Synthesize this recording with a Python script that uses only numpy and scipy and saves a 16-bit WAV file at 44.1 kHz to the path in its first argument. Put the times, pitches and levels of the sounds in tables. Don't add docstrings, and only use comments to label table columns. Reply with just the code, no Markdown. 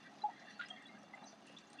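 import sys
import numpy as np
from scipy import signal
from scipy.fft import rfft, irfft
from scipy.io import wavfile

SR = 44100
rng = np.random.default_rng(int(sys.argv[2]) if len(sys.argv) > 2 else 0)


def output_pcm(signal):
    pcm = np.clip(np.atleast_2d(signal).T, -1, 1) * 32767
    wavfile.write(sys.argv[1], SR, np.round(pcm).astype(np.int16))


N = 79380
T = np.arange(N) / SR

# [t/s, level change/dB]
TRICKLE = [(0, 0.5), (.11, -4), (.17, 2), (.25, -1), (.36, -1.5), (.42, -0.5), (.47, -2.5), (.51, 3),
           (.56, -3), (.62, 0), (.72, -4), (.79, -4), (.95, -4.5), (1.05, -6), (1.2, -3), (1.42, -1.5),
           (1.52, 0.5), (1.64, -4), (1.8, -2.5)]

SLIPS_PER_S, SLIP_SPREAD_DB = 3600, -1.2


def from_db(db):
    return 10 ** (np.asarray(db) / 20)


def rms_one(x):
    return x / np.sqrt(np.mean(x ** 2) + 1e-20)


def drift(rate_hz):
    r = np.exp(-2 * np.pi * rate_hz / SR)
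    smooth = signal.lfilter([1], [1, -2 * r, r * r], rng.standard_normal(2 * N))
    return rms_one(smooth[N:])


def colour(x, spectrum):
    hz, db = np.transpose(spectrum)
    f = np.maximum(np.arange(N // 2 + 1) * SR / N, 1)
    weights = from_db(np.interp(np.log(f), np.log(hz), db))
    return rms_one(irfft(rfft(x) * weights, N))


def grains(per_s, spread_db):
    sizes = from_db(spread_db * np.minimum(rng.exponential(1, N), 5))
    signs = rng.choice([-1, 1], N)
    return sizes * signs * (rng.random(N) < per_s / SR)


def swell(start, attack, hold, fade):
    rise = np.clip((T - start) / attack, 0, 1)
    fall = np.clip((T - start - hold) / fade, 0, 1)
    return np.sin(np.pi / 2 * rise) ** 2 * (1 - fall) * (1 - fall / 2)


def dying(start, t60, attack=1 / SR):
    rise = np.clip((T - start) / attack, 0, 1)
    return rise * from_db(-60 * np.maximum(T - start, 0) / t60)


def rubbed(per_s, spread_db, hz, width_hz):
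    edges_hz = [max(hz - width_hz / 2, 20), hz + width_hz / 2]
    sos = signal.butter(2, edges_hz, "band", fs=SR, output="sos")
    return signal.sosfilt(sos, grains(per_s, spread_db) + 1e-18)


def engine():
    # [multiple of the firing rate, rms level before wandering/dB]
    orders = [(1, -99), (2, -84), (3, -72.5), (4, -75), (8, -80)]
    # [f/Hz, weight/dB]
    rumble_spectrum = [(25, -33), (40, -44), (65, -24), (110, -13.5), (160, -3), (210, 3), (320, -1.5),
                       (470, -9.5), (750, -11), (1100, -9), (2500, -19), (6000, -30.5), (9500, -37),
                       (12000, -48), (15000, -49.5)]
    firing_hz, waver = 69.2, 0.0068
    hum_wander_db, rumble_db = 2, -64
    phase = 2 * np.pi * np.cumsum(firing_hz * (1 + waver * drift(4.7))) / SR
    hum = 0
    for multiple, db in orders:
        level = from_db(db + hum_wander_db * drift(5.5)) * np.sqrt(2)
        hum = hum + level * np.sin(round(multiple) * phase + 2 * np.pi * rng.random())
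    return hum + from_db(rumble_db) * colour(rng.standard_normal(N), rumble_spectrum)


def ticks(count=24):
    ticks_per_s, t60_s, level_db, spread_db = 400, 0.028, -76.5, 2
    low_hz, high_hz, tilt_db_per_octave = 2540, 10070, -7.5
    r = from_db(-60 / (t60_s * SR))
    out = 0
    for hz in np.geomspace(low_hz, high_hz, count):
        w = 2 * np.pi * hz / SR
        hits = grains(ticks_per_s / count, spread_db) + 1e-18
        ping = signal.lfilter([0, np.sin(w)], [1, -2 * r * np.cos(w), r * r], hits)
        out = out + from_db(tilt_db_per_octave * np.log2(hz / low_hz)) * ping
    return from_db(level_db) * rms_one(out)


def gravel():
    # [f/Hz, weight/dB]
    gravel_spectrum = [(500, -9), (1000, 14), (2000, 10), (4000, 9), (6500, 4), (8000, -10.5), (10000, -9),
                       (12000, -36)]
    level_db, grains_per_s, spread_db = -71.5, 3500, 4
    clump_db, clump_rate_hz = 1.5, 38
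    clumps = from_db(clump_db * drift(clump_rate_hz))
    patter = from_db(level_db) * colour(clumps * grains(grains_per_s, spread_db), gravel_spectrum)
    return from_db(np.interp(T, *np.transpose(TRICKLE))) * (patter + ticks())


def grinding():
    # [f/Hz, width/Hz, rms level before the changes over time/dB]
    bucket = [(720.6, 169, -66), (827.3, 9.2, -73.5), (1236, 139, -73.5), (1632, 155, -73),
              (1877, 200, -72), (2320, 33, -81), (2753, 114, -74), (3320, 41, -80.5), (3530, 140, -76),
              (4050, 81, -79.5), (4450, 100, -79.5), (4940, 57, -83.5), (5900, 74, -87.5), (6090, 58, -84),
              (6420, 370, -88)]
    # [t/s, level change/dB]
    heave = [(0, -4), (.2, 0), (.33, 1), (.45, 1), (.55, -1.5), (.78, 1), (.9, -1), (1.05, -1), (1.27, 3),
             (1.4, -3.5), (1.6, -4), (1.8, -4)]
    # [t/s, level change/dB]
    grind = [(0, 1), (.06, 0.5), (.11, -8), (.18, -5.5), (.25, -3.5), (.42, 0), (.51, 5.5), (.56, 3),
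             (.62, 4), (.78, -1.5), (.93, -3.5), (1.04, -1.5), (1.1, -3), (1.22, -1.5), (1.38, -9.5),
             (1.5, -2.5), (1.62, -2), (1.68, -5), (1.8, -0.5)]
    low_below_hz, top_from_hz = 1400, 4600
    grains_per_s, spread_db = 2500, 3.5
    wander_db, wander_rate_hz = 3.5, 13.2
    steel = 0
    for hz, width_hz, db in bucket:
        if hz < low_below_hz:
            drive = heave
        elif hz < top_from_hz:
            drive = grind
        else:
            drive = TRICKLE
        wander = from_db(wander_db * drift(wander_rate_hz))
        ringing = rms_one(wander * rubbed(grains_per_s, spread_db, hz, width_hz))
        steel = steel + from_db(db + np.interp(T, *np.transpose(drive))) * ringing
    return steel


def thuds():
    # [t/s, peak level of the sine before decay and filter/dB, f/Hz]
    thud_table = [(0.23, -51.5, 416), (.595, -57, 850), (0.929, -55, 201), (0.944, -53, 227),
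                  (1.036, -50.5, 565), (1.136, -46, 790), (1.215, -50, 210), (1.226, -46.5, 875),
                  (1.328, -49.5, 673), (1.498, -53, 512), (1.546, -51.5, 214)]
    decay_cycles, attack_s = 25, 0.0017
    grit_db, low_hz, high_hz = -9.5, 170, 1490
    out = 0
    for s, db, hz in thud_table:
        grit = from_db(grit_db) * np.sqrt(SR / 2 / high_hz) * rng.standard_normal(N)
        knock = np.sin(2 * np.pi * hz * (T - s))
        out = out + from_db(db) * dying(s, decay_cycles / hz, attack_s) * (knock + grit)
    band = signal.butter(3, [low_hz, high_hz], "band", fs=SR, output="sos")
    return signal.sosfilt(band, out + 1e-18)


def chips():
    # [t/s, level before the ring and crunch settings/dB, ring f/Hz]
    chip_table = [(.636, -61, 9850), (.6838, -53, 8300), (.7507, -67, 7530), (.8205, -64, 8070),
                  (.841, -72, 6600), (.8669, -60, 8640), (.9867, -62, 5900), (1.0301, -56, 5600),
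                  (1.1498, -60, 7500), (1.2421, -60.5, 8370), (1.4661, -53, 9300), (1.479, -63, 9700),
                  (1.491, -66, 9450), (1.524, -68, 9500), (1.553, -69, 8900), (1.5838, -55.5, 5800),
                  (1.6038, -62, 7470), (1.70, -53.5, 8400), (1.7295, -52, 8950)]
    ring_t60_s, crunch_t60_s, attack_s = 0.025, 0.027, 0.0019
    ring_db, crunch_db, grains_per_s = -3, -4, 6000
    rings, crunch = 0, 0
    for s, db, hz in chip_table:
        tone = np.sin(2 * np.pi * hz * (T - s))
        grit = rms_one(grains(grains_per_s, SLIP_SPREAD_DB))
        rings = rings + from_db(db) * dying(s, ring_t60_s, attack_s) * tone
        crunch = crunch + from_db(db) * dying(s, crunch_t60_s, attack_s) * grit
    band = signal.butter(4, [3550, 9020], "band", fs=SR, output="sos")
    return signal.sosfilt(band, from_db(ring_db) * rings + from_db(crunch_db) * crunch)


def crunches():
    # [t/s, rms level at first/dB, time to fall 60 dB/s, lowest f/Hz, highest f/Hz]
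    crunch_table = [(0.393, -65, 0.15, 3020, 6540), (.505, -76.5, 0.12, 5000, 10000),
                    (0.593, -54.5, .1, 2000, 4140), (0.6105, -48, 0.13, 1600, 3970),
                    (0.682, -60, 0.071, 5420, 7200), (.685, -56, 0.084, 1400, 3600),
                    (.821, -65, 0.034, 4470, 8750), (1.031, -69.5, 0.049, 3480, 6800),
                    (1.173, -53, 0.047, 900, 2550), (1.266, -67, 0.19, 4170, 6200),
                    (1.468, -66.5, 0.12, 2650, 7400), (1.521, -68, 0.061, 2600, 6700),
                    (1.584, -56.5, 0.042, 2450, 6800), (1.611, -61, 0.038, 1380, 2980),
                    (1.667, -68, 0.083, 5840, 7000), (1.729, -55.5, 0.037, 1780, 7200)]
    grains_per_s, spread_db, attack_s = 1600, 3, 0.0029
    out = 0
    for s, db, t60, low_hz, high_hz in crunch_table:
        band = signal.butter(5, [low_hz, max(high_hz, low_hz + 100)], "band", fs=SR, output="sos")
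        envelope = dying(s, t60, attack_s)
        burst = signal.sosfilt(band, grains(grains_per_s, spread_db) * envelope + 1e-18)
        out = out + from_db(db) * rms_one(burst) * np.sqrt(np.mean(envelope ** 2))
    return out


def scrapes():
    # [t/s, length of the fade (it begins after half as long)/s, f/Hz, width/Hz, full rms level/dB]
    scrape_table = [(0.04, 0.054, 1910, 79, -62), (0.306, 0.087, 1890, 96, -66.5),
                    (.354, 0.026, 2060, 60, -63.5), (0.414, 0.029, 1970, 198, -61.5),
                    (0.468, 0.036, 1780, 112, -57), (.494, 0.048, 5800, 300, -72.5),
                    (0.61, 0.031, 1493, 263, -49.5), (0.584, .025, 6900, 500, -76.5),
                    (0.629, 0.034, 1940, 120, -58.5), (0.717, 0.048, 719, 30, -58),
                    (.716, 0.096, 3250, 60, -70), (0.705, 0.18, 1878, 110, -64),
                    (0.765, 0.053, 2092, 68.6, -62.5), (0.863, 0.034, 3890, 161, -65.5),
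                    (0.884, 0.058, 2125, 46.4, -63.5), (0.941, 0.048, 1622, 69, -64.5),
                    (1.254, .066, 5900, 153, -67.5), (1.262, 0.028, 6165, 151, -60.5),
                    (1.267, 0.04, 4905, 139, -67.5), (1.27, 0.042, 4430, 150, -69),
                    (0.984, 0.035, 5930, 500, -77), (1.472, .086, 2750, 377, -68),
                    (1.569, 0.027, 3570, 403, -58.5), (1.783, 0.017, 3520, 250, -61.5)]
    edge_s = 0.0055
    out = 0
    for s, length, hz, width_hz, db in scrape_table:
        envelope = swell(s, edge_s, length / 2, length)
        rub = rubbed(SLIPS_PER_S, SLIP_SPREAD_DB, hz, width_hz) * envelope
        out = out + from_db(db) * rms_one(rub) * np.sqrt(np.mean(envelope ** 2))
    return out


def squeaks():
    # [t/s, time from start to fade/s, fade/s, f/Hz, peak level before envelope and flutter/dB]
    squeak_table = [(0.214, 0.014, 0.0074, 4010, -51.5), (0.235, 0.024, 0.028, 837, -30.5),
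                    (0.282, 0.0082, .008, 775.4, -40.5), (0.288, .014, 0.0076, 913, -46.5),
                    (0.303, 0.0055, 0.05, 833, -55.5), (0.5909, 0.022, 0.0016, 1429, -39),
                    (0.653, 0.011, 0.0099, 5025, -56), (0.7, 0.011, 0.01, 3237, -41.5),
                    (0.705, 0.015, 0.016, 725, -51.5), (0.757, .007, 0.013, 3340, -54.5),
                    (0.852, 0.0072, 0.017, 3436, -50), (1.131, 0.018, 0.005, 2043, -48),
                    (1.236, 0.0081, 0.0096, 3970, -55.5), (1.563, 0.0072, 0.026, 3486, -51),
                    (1.785, 0.011, .010, 2715, -48)]
    attack_s, flutter_db = 0.0084, 0.6
    waver, waver_rate_hz = 0.0032, 41
    out = 0
    for s, hold, fade, hz, db in squeak_table:
        pitch_hz = hz * (1 + waver * drift(waver_rate_hz))
        tone = np.sin(2 * np.pi * np.cumsum(pitch_hz) / SR)
        level = from_db(db + flutter_db * drift(waver_rate_hz))
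        out = out + level * swell(s, attack_s, hold, fade) * tone
    return out


def quarry(x):
    echo_db, t60_s, delay_s = -8.5, 0.12, 0.0052
    tail = rng.standard_normal(N) * dying(delay_s, t60_s)
    tail = tail / np.sqrt(np.sum(tail ** 2))
    return from_db(echo_db) * signal.fftconvolve(x, tail)[:N]


def scene():
    background = engine() + gravel() + grinding()
    stones = thuds() + chips() + crunches() + scrapes()
    singing = squeaks()
    echoes = quarry(stones + from_db(-9) * singing)
    return (background + stones + singing + echoes)[None]


def record(dry):
    low_pass = signal.cheby1(10, 0.1, 15300, fs=SR, output="sos")
    return signal.sosfilt(low_pass, dry)


dry = scene()
out = record(dry)
output_pcm(out)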